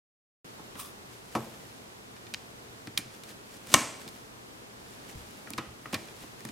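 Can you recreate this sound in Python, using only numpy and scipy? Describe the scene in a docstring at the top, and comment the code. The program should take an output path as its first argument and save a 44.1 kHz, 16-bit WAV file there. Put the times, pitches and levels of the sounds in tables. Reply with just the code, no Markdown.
"""Over a soft room rush and mains hum, a hand brushes wood and lifts a plastic bar clamp that knocks and clicks.
The jaw slides down its steel bar and slams onto a plywood box; then the trigger ticks and knocks, close by.
Blows sum a broadband push, decaying modes, a crowd of short-lived modes in noise, and a diffuse room tail.
Rubbing is coloured noise with fast level flutter; the drawn bar whistles as a sine gliding with its speed."""
import sys
import numpy as np
from scipy import signal
from scipy.fft import rfft, irfft, next_fast_len
from scipy.io import wavfile
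from scipy.ndimage import map_coordinates

SR = 44100
rng = np.random.default_rng(int(sys.argv[2]) if len(sys.argv) > 2 else 0)


def wrap_up_sound(samples):
    """Save the sound to the file named by the first command line argument, as 16-bit audio."""
    columns = np.atleast_2d(samples).T
    # keep every value between -1 and 1, then stretch to whole-number steps
    tamed = np.clip(columns, -1, 1)
    steps = np.round(tamed * 32767).astype(np.int16)
    wavfile.write(sys.argv[1], SR, steps)


N = 287399
TIME = np.arange(N) / SR  # s
LN_60DB = np.log(1000)


def amp(db):
    """Decibels to gain."""
    return 10 ** (np.asarray(db) / 20)


def unit(x):
    """Scale to rms 1."""
    return x / np.sqrt(np.mean(x ** 2) + 1e-20)


def burst(x):
    """Scale a blow to the energy of 10 ms at rms 1, averaged over channels."""
    energy = np.mean(np.sum(x ** 2, axis=-1))
    return x / np.sqrt(energy / (.01 * SR))


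def along(points, hz):
    """Interpolate (frequency [Hz], value) points on a log-frequency axis."""
    f, v = np.transpose(points)
    return np.interp(np.log(hz + 1), np.log(f + 1), v)


def wobble(rate_hz):
    """Smooth random curve with rate_hz knots per second."""
    knots = rng.standard_normal(int(N * rate_hz / SR) + 4)
    return map_coordinates(knots, [TIME * rate_hz])


def filtered(x, response):
    """Multiply the spectrum of x by response(hz), zero-phase."""
    n = x.shape[-1]
    m = next_fast_len(n + 8192)
    return irfft(rfft(x, m) * response(np.fft.rfftfreq(m, 1 / SR)), m)[..., :n]


def causal(x, points):
    """Minimum-phase filter by (frequency [Hz], gain [dB]) points: no smear ahead of the attack."""
    n = x.shape[-1]
    m = 2 * n
    gain = amp(along(points, np.fft.rfftfreq(m, 1 / SR)))
    cepstrum = irfft(np.log(gain))
    cepstrum[1:n] *= 2
    cepstrum[n + 1:] = 0
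    return irfft(rfft(x, m) * np.exp(rfft(cepstrum)))[..., :n]


def shelves(low_db, high_db, low_hz, high_hz):
    """Contact colour: bass and treble lift or cut, as (frequency [Hz], gain [dB]) points."""
    return [(low_hz / 2, low_db), (low_hz, 0), (high_hz, 0), (high_hz * 2, high_db)]


def rush(spectrum, alike):
    """Coloured stereo noise of rms 1; the mid/side split sets left-right likeness by frequency."""
    def mid_side_gain(hz):
        angle = np.arccos(np.clip(along(alike, hz), -1, 1)) / 2
        return amp(along(spectrum, hz)) * [np.cos(angle), np.sin(angle)]

    mid, side = filtered(rng.standard_normal((2, N)), mid_side_gain)
    return unit(np.array([mid + side, mid - side]))


def dying(bands, t):
    """Two unrelated noises whose (frequency [Hz], density [dB/Hz], t60 [s]) bands decay separately."""
    hz = np.fft.rfftfreq(len(t), 1 / SR)
    centres, dbs, t60s = np.transpose(bands)
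    phasors = np.exp(2j * np.pi * rng.random((2, len(hz))))
    noise = phasors * amp(along(np.c_[centres, dbs], hz))
    out = 0
    for share, t60 in zip(np.eye(len(bands)), t60s):
        band = irfft(noise * along(np.c_[centres, share], hz), len(t))
        out = out + band * np.exp(-LN_60DB * t / t60)
    return out


# side level at close microphones: (frequency [Hz], gain [dB])
SIDE_WIDTH = [(100, -3.5), (300, -5), (700, 1), (2000, 7.5), (7000, 3.5), (12000, 10.5)]


def sideways(x):
    """Antiphase left-right part of a sound, strongest in the treble."""
    side = filtered(x, lambda hz: amp(along(SIDE_WIDTH, hz)))
    return np.array([side, -side])


# diffuse room tail: (frequency [Hz], relative level [dB], t60 [s])
ROOM_TAIL = [(60, 10.5, 0.39), (230, 1.5, 0.45), (487, 2.5, 0.71), (1040, -1.5, 0.546), (2480, 1, 0.52),
             (4200, -4.5, 0.61), (7620, -0.5, 0.35), (11000, -7, 0.4), (16000, -8.5, .3)]


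def room(x):
    """Diffuse workshop tail: noise that builds up over a few ms, then decays by band."""
    t = np.arange(3 * SR // 4) / SR
    tail = dying(ROOM_TAIL, t) * (1 - np.exp(-t / 0.0047))
    tail = tail / np.linalg.norm(tail[0])
    mid, side = signal.fftconvolve(x[None], tail, axes=1)
    return mid + amp(-19.5) * sideways(side)


def add(track, start_s, x):
    """Mix x into track at start_s."""
    part = track[:, round(start_s * SR):][:, :x.shape[1]]
    part += x[:, :part.shape[1]]


def strike(modes, crowd, colour, length, crowd_db, push_db, side_db, wet_db):
    """One stereo blow: contact push, clear modes, crowd of short modes, room tail; length scales t60."""
    t = np.arange(SR // 4) / SR
    ring = 0
    for k, (hz, db, t60) in enumerate(modes):
        gain = amp(db + 0.5 * rng.standard_normal())
        decay = np.exp(-LN_60DB * t / (t60 * length))
        ring = ring + gain * np.cos(2 * np.pi * hz * t + k * np.pi) * decay
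    ring = burst(ring)
    impulse = 1. * (t == 0)
    push = burst(causal(impulse, np.array(crowd)[:, :2]))
    crack, side = burst(dying(crowd, t / length))
    near = ring + amp(crowd_db) * crack + amp(push_db) * push
    # summed over all directions, modes stand out less than at the microphones
    around = push + amp(-4.0) * ring
    near, side, around = (burst(x) for x in causal(np.array([near, side, around]), colour))
    out = amp(wet_db) * room(around)
    add(out, 0, near + amp(side_db) * sideways(side))
    return out


# room rush spectrum: (frequency [Hz], density [dB/Hz])
AIR_SPECTRUM = [(12, -41.5), (20, -20), (48, -9.5), (91, -6.5), (113, -5), (146, -6), (222, -3.5),
                (328, -4.5), (422, -3.5), (542, -7.5), (923, -7.5), (1710, -12), (7520, -21),
                (13900, -27.5), (16000, -37)]
# room rush left-right likeness: (frequency [Hz], correlation [-1..1])
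AIR_LIKENESS = [(60, 0.6), (150, 0.69), (380, 0.19), (950, -0.51), (2380, -0.558), (5980, -0.11),
                (15000, 0.087)]
# mains hum: (frequency [Hz], rms level [dB])
HUM_TONES = [(119.8, -64), (210, -69)]
AIR_DB = -48.5  # mean rush level


def workshop():
    """Room rush as coloured noise with slight level drift, plus hum sines with wandering phase."""
    hum = 0
    for hz, db in HUM_TONES:
        phase = 2 * np.pi * hz * TIME + 0.27 * wobble(rate_hz=3.0)
        hum = hum + np.sqrt(2) * amp(db) * np.sin(phase)
    air_gain = amp(AIR_DB + 0.47 * wobble(rate_hz=4.0))
    return air_gain * rush(AIR_SPECTRUM, AIR_LIKENESS) + hum


# plywood box modes: (frequency [Hz], relative level [dB], t60 at unit length [s])
PLYWOOD_MODES = [(98.5, -6, 0.14), (127.3, -3, 0.17), (224.2, 1, 0.17), (293.4, 8.5, 0.051),
                 (336, -3, 0.15), (467, -28, 0.24), (527.7, -17, 0.05), (896, -2, 0.043), (960, -8, 0.041),
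                 (1088, -4, 0.06), (1120, -10, 0.14), (1306, -11, 0.11), (2310, -10, 0.046)]
# short-lived box modes: (frequency [Hz], density [dB/Hz], t60 at unit length [s])
PLYWOOD_CROWD = [(40, -27, .06), (110, 0, 0.16), (286, 4.5, 0.096), (690, -0.5, 0.075), (1070, 0, 0.08),
                 (1660, -11, 0.049), (3110, -18.5, 0.053), (5930, -24, 0.071), (11000, -29, 0.054),
                 (16000, -38, .02)]
# ring length factor at the usual level; dB of level that doubles it; usual level
BOX_RING, RING_DOUBLES_DB, USUAL_KNOCK_DB = 1.16, 36, -42


def knock(db, bass_db, treble_db):
    """One blow to the plywood box; harder blows ring longer."""
    colour = shelves(bass_db, treble_db, low_hz=525, high_hz=1230)
    length = BOX_RING * 2 ** ((db - USUAL_KNOCK_DB) / RING_DOUBLES_DB)
    blow = strike(PLYWOOD_MODES, PLYWOOD_CROWD, colour, length,
                  crowd_db=-2, push_db=-4.5, side_db=-16.5, wet_db=-15.5)
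    return amp(db) * blow


# padded jaws on the box: (time [s], level [dB], bass [dB], treble [dB])
BOX_KNOCKS = [(0.596, -45.5, -5, -4), (0.754, -47, -6, 3), (1.352, -23.5, -9, 1), (1.3609, -30.5, 10.5, -7),
              (2.8724, -37.5, 15, 12.5), (3.054, -45, 23, -8), (4.065, -46, 0, -18),
              (5.9326, -28.5, 0, 10.5), (6.238, -43, 8, 6)]


def box_knocks():
    """Padded jaws bump the plywood; each contact has its own bass and treble balance."""
    out = np.zeros((2, N))
    for s, db, bass_db, treble_db in BOX_KNOCKS:
        add(out, s, knock(db, bass_db, treble_db))
    return out


# finger or trigger on the grip: (time [s], level [dB], body [dB], sparkle [dB], ring length factor [1])
GRIP_TAPS = [(.7545, -48, 2, -5, 1.4), (5.094, -52.5, -24, -12, 1.6), (5.4725, -45.5, -9, -26, 1.2),
             (5.5823, -31, 3.5, 3, 1.3), (5.8574, -40.5, 3, -19, 0.6)]
# hollow grip modes: (frequency [Hz], relative level [dB], t60 at unit length [s])
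HOLLOW_GRIP_MODES = [(830, -8, 0.031), (1003, 6, 0.035), (1262, 0.5, 0.12), (1395, -3, 0.17),
                     (1909, -1, 0.078), (2200, -13, 0.066), (2930, -2, .06), (3210, -8, .03)]
# short-lived grip modes: (frequency [Hz], density [dB/Hz], t60 at unit length [s])
HOLLOW_GRIP_CROWD = [(150, -34, 0.029), (900, 0, 0.034), (2350, -1.5, 0.049), (4000, -8, 0.0285),
                     (8000, -19, 0.028), (16000, -36.5, 0.018)]
TAP_JOLT_DB = -2.5  # box blow relative to tap


def trigger_taps():
    """Tapped by finger or trigger, the hollow grip rings briefly and the box thuds with it."""
    out = np.zeros((2, N))
    for s, db, body_db, sparkle_db, length in GRIP_TAPS:
        colour = shelves(body_db, sparkle_db, low_hz=1700, high_hz=2250)
        tap = strike(HOLLOW_GRIP_MODES, HOLLOW_GRIP_CROWD, colour, length,
                     crowd_db=3, push_db=-8, side_db=-16, wet_db=-13.0)
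        thud = knock(db + TAP_JOLT_DB, bass_db=1.0, treble_db=6)
        add(out, s, amp(db) * tap + thud)
    return out


# plastic rubbing spectrum: (frequency [Hz], density [dB/Hz])
PLASTIC_SPECTRUM = [(60, -27), (200, 10.5), (900, -1), (2300, 0.5), (4500, -1.5), (8000, -3), (11000, -5.5),
                    (16000, -14)]


def rasp():
    """Plastic rubbing in tiny slips: noise with fast random level, near rms 1."""
    slips = unit(amp(2.24 * wobble(rate_hz=450)))
    return slips * rush(PLASTIC_SPECTRUM, [(300, 0.97), (12000, 0.68)])


STROKE_DEPTH_DB, STROKE_RISE = 20.5, 0.45  # swell over a stroke; share of its length spent rising


def strokes(rows):
    """Gain of (peak time [s], level [dB], length [s]) strokes, swelling and fading linearly in dB."""
    gain = 0
    for s, db, length in rows:
        away = np.maximum((s - TIME) / STROKE_RISE, (TIME - s) / (1 - STROKE_RISE)) / length
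        gain = gain + amp(db - STROKE_DEPTH_DB * away)
    return gain


# finger sliding over wood: (peak time [s], level [dB], length [s])
SKIN_STROKES = [(.802, -36.5, 0.075), (.858, -47, 0.15)]
# skin on wood spectrum: (frequency [Hz], density [dB/Hz])
SKIN_SPECTRUM = [(180, -34), (300, -28), (645, -32), (1150, 3), (1460, -14.5), (3190, -10), (3580, -6.5),
                 (4520, -18), (4910, -10.5), (7570, -14.5), (8790, -7.5), (14500, -14), (16000, -14)]
# clamp shifting in the hand: (peak time [s], level [dB], length [s])
CLAMP_RUBS = [(1.13, -55, 0.32), (3.145, -53, 0.21), (3.295, -46, 0.11), (3.54, -50, 0.22),
              (4.01, -49, 0.15), (4.16, -54, .35), (4.93, -56.5, 0.68), (5.102, -51, 0.1),
              (5.19, -57, 0.18), (5.36, -56.5, 0.76), (6, -52, 0.71), (6.22, -51, 0.19), (6.47, -56, .4)]
# hand bumping the grip: (peak time [s], level [dB])
GRIP_BUMPS = [(5.155, -43), (5.68, -53)]
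# bump rumble spectrum: (frequency [Hz], density [dB/Hz])
RUMBLE_SPECTRUM = [(15, -12), (35, -9.5), (60, 0), (100, -2), (170, -13), (400, -50)]
BUMP_RISE_S, BUMP_T60_S = 0.031, 0.35  # 60 dB swell; 60 dB fade


def handling():
    """Skin and plastic rub in short noise strokes; the grip rumbles when the hand bumps it."""
    slips = unit(amp(1.4 * wobble(rate_hz=460)))
    skin = slips * rush(SKIN_SPECTRUM, [(300, 1.0), (12000, 0.55)])
    bumps = 0
    for s, db in GRIP_BUMPS:
        away = np.maximum((s - TIME) / BUMP_RISE_S, (TIME - s) / BUMP_T60_S)
        bumps = bumps + amp(db) * np.exp(-LN_60DB * away)
    rumble = bumps * rush(RUMBLE_SPECTRUM, [(60, 0.954)])
    return strokes(SKIN_STROKES) * skin + strokes(CLAMP_RUBS) * rasp() + rumble


# whistle of the drawn bar, pitch following speed: (time [s], pitch [Hz])
DRAW_PITCH = [(1.18, 8000), (1.29, 11150), (1.365, 13200), (1.47, 12000), (1.52, 11450), (1.58, 11100),
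              (1.8, 9520), (1.95, 7460)]
WHISTLE_DB = -62  # mean peak level at top speed
DRAW_RASP_DB, DRAW_DB_PER_OCTAVE = -52.5, 22  # rasp at top speed; rasp level per octave of speed
RUN_UP_DB, RUN_UP_DB_PER_S = -34.5, 244  # rasp as the jaw lands; growth up to then


def sliding_bar():
    """The bar rasps and whistles as it is drawn; later the jaw's rasp swells until it hits the box."""
    s, hz = np.transpose(DRAW_PITCH)
    pitch_hz = np.interp(TIME, s, hz)
    moving = (TIME > s[0]) * (TIME < s[-1])
    drawn = amp(DRAW_DB_PER_OCTAVE * np.log2(pitch_hz / hz.max())) * moving
    phase = 2 * np.pi * np.cumsum(pitch_hz * (1 + .005 * wobble(rate_hz=600))) / SR
    whistle = amp(WHISTLE_DB + 3 * wobble(rate_hz=30)) * np.sin(phase)
    to_go_s = SLAM_HITS[0][0] - TIME
    run_up = amp(RUN_UP_DB - RUN_UP_DB_PER_S * np.abs(to_go_s)) * (to_go_s > 0)
    # squared: the whistle falls twice as many dB with speed as the rasp
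    return drawn ** 2 * whistle + (amp(DRAW_RASP_DB) * drawn + run_up) * rasp()


# jaw and catch snaps: (time [s], level [dB], body [dB], sparkle [dB], ring length factor [1], box jolt [dB])
SNAPS = [(2.1653, -54.5, -1, -13, 1.3, -70), (2.267, -51.5, -1, -14, 2.2, -70),
         (2.339, -36, -8, -5.5, 0.67, -70), (2.3443, -34.5, -6.5, -13, 0.52, -70),
         (2.8723, -43.5, 3.5, -5.5, 1.2, -65), (2.9754, -26, -9, -8, 0.94, -58),
         (2.977, -29.5, -5.5, 8, 0.81, -60), (2.985, -38, 1, 11, 5.1, -40),
         (3.2357, -47.5, -7, 3, 2.1, -70), (3.6708, -51, -3, 6, .9, -65), (4.078, -46, -11, -2, 1.1, -67),
         (4.088, -49, -20, 5, 1.13, -67), (5.3085, -56.5, -12.5, 7.5, .9, -60),
         (5.5047, -42.5, -9, 13, 0.49, -41), (5.5353, -41, -5, -4, 0.68, -44.5),
         (5.579, -42, 3, 5, 0.69, -43), (5.928, -42.5, 3, 1.1, 2.2, -54),
         (5.9433, -29, 0.4, -2.5, 2.5, -33.5), (6.0855, -51.5, 4.5, -8.5, 0.98, -62),
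         (6.4062, -52.5, 1.2, 3, .9, -57), (6.4516, -42.5, -0.5, 5, 0.64, -36.5),
         (6.4889, -47, 0, -1, 0.89, -43)]
# loose clamp modes: (frequency [Hz], relative level [dB], t60 at unit length [s])
LOOSE_CLAMP_MODES = [(1590, -14, .02), (1818, -4, 0.029), (2200, -5, 0.011), (2397, 1, 0.023),
                     (3080, -10, 0.0087), (3610, -1.5, 0.014), (4150, -3.5, 0.0073), (4330, -8.5, 0.022),
                     (5030, -4.5, 0.0076), (5640, -8.5, 0.017), (8700, -8, 0.016), (10700, -16, 0.011)]
# short-lived clamp modes: (frequency [Hz], density [dB/Hz], t60 at unit length [s])
LOOSE_CLAMP_CROWD = [(100, -24, 0.0143), (905, -3.5, 0.025), (1900, 2.5, 0.04), (4200, -2, 0.027),
                     (6640, 1, 0.0081), (10400, -9.5, 0.028), (16000, -9.5, .008)]
CLICK_PAN_DB = -1.5  # left minus right
THUD_BASS_DB, THUD_TREBLE_DB = 7.5, 1  # colour of a jolt passed to the box


def clamp_clicks():
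    """Hard plastic and the steel catch snap together, a little to the right, and jolt the box."""
    out = np.zeros((2, N))
    pan = amp([[CLICK_PAN_DB / 2], [-CLICK_PAN_DB / 2]])
    for s, db, body_db, sparkle_db, length, jolt_db in SNAPS:
        colour = shelves(body_db, sparkle_db, low_hz=3630, high_hz=4760)
        click = strike(LOOSE_CLAMP_MODES, LOOSE_CLAMP_CROWD, colour, length,
                       crowd_db=-0.5, push_db=-3.0, side_db=-15.5, wet_db=-18)
        thud = knock(jolt_db, THUD_BASS_DB, THUD_TREBLE_DB)
        add(out, s, amp(db) * pan * click + thud)
    return out


# jaw hitting wood and chattering: (time [s], level [dB], body [dB], sparkle [dB], ring length factor [1])
SLAM_HITS = [(3.7406, -15.5, -21, 6, 0.44), (3.7414, -13.5, 2, 0, 1.3), (3.7441, -21, -1.5, -4, 0.5),
             (3.7495, -33, -16, 8.5, .6), (3.7669, -37, 3.5, -5, 0.29)]
# steel bar modes, jaws closed: (frequency [Hz], relative level [dB], t60 at unit length [s])
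STEEL_BAR_MODES = [(159, -19, 0.091), (229, -9.5, 0.21), (303, -13.5, 0.14), (540, -10, 0.11),
                   (668, -5.5, 0.039), (800, -4.5, 0.048), (1062, 4, 0.04), (1190, -2, 0.049),
                   (1295, -5.5, 0.085), (1845, 2.5, 0.037), (2257, 1, 0.044), (2844, 0.5, 0.05),
                   (4280, -8, 0.027), (5350, -13, 0.0216), (5920, -9.5, 0.033), (6030, 1.5, 0.024),
                   (6300, -1, 0.037), (7500, -13, .025), (7730, -5.5, 0.03), (9030, -12, 0.0187),
                   (11420, -23, .015)]
# short-lived bar modes: (frequency [Hz], density [dB/Hz], t60 at unit length [s])
STEEL_BAR_CROWD = [(35, -34, .05), (149, -0.5, 0.054), (260, 1.5, 0.053), (416, -7, 0.039),
                   (1120, 1, 0.019), (1510, -4.5, 0.017), (2000, -1, 0.023), (2550, -5, 0.028),
                   (3000, -2, 0.026), (4220, -5.5, 0.018), (6500, -5, 0.036), (8950, -8.5, 0.031),
                   (10400, -13.5, 0.011), (11500, -6.5, 0.011), (13300, -17, 0.011), (16000, -22, .012)]
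# bright room tail after the slam: (frequency [Hz], density [dB/Hz], t60 [s])
BRIGHT_TAIL = [(2500, -27, .4), (4500, -16, 0.77), (6200, 0, .45), (8490, 1, 0.538), (10100, -11, 0.49),
               (13000, -36, .3), (16000, -40, .3)]


def jaw_slam():
    """The jaw stops dead on the box: bar and wood ring, and a bright, hissing room tail swells and dies."""
    out = np.zeros((2, N))
    for s, db, body_db, sparkle_db, length in SLAM_HITS:
        colour = shelves(body_db, sparkle_db, low_hz=3560, high_hz=4000)
        hit = strike(STEEL_BAR_MODES, STEEL_BAR_CROWD, colour, length,
                     crowd_db=-0.5, push_db=-6, side_db=-15.5, wet_db=-12.0)
        add(out, s, amp(db) * hit)
    t = np.arange(SR // 2) / SR
    swell = 1 - np.exp(-t / 0.052)
    tail = burst(dying(BRIGHT_TAIL, t) * swell)[0]
    add(out, SLAM_HITS[0][0], amp(-30) * tail[None])
    return out


def scene():
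    """Sum of all sources at the two microphones."""
    return (workshop() + box_knocks() + trigger_taps() + handling()
            + sliding_bar() + clamp_clicks() + jaw_slam())


START_S, FADE_IN_S, TOP_HZ = .444, 0.0023, 16000


def record(dry):
    """Silence until START_S, smooth overload at full scale, band limit at TOP_HZ."""
    opened = dry * np.clip((TIME - START_S) / FADE_IN_S, 0, 1)
    clipped = opened / (1 + np.abs(opened) ** 6) ** (1 / 6)
    return filtered(clipped, lambda hz: hz < TOP_HZ)


dry = scene()
out = record(dry)
wrap_up_sound(out)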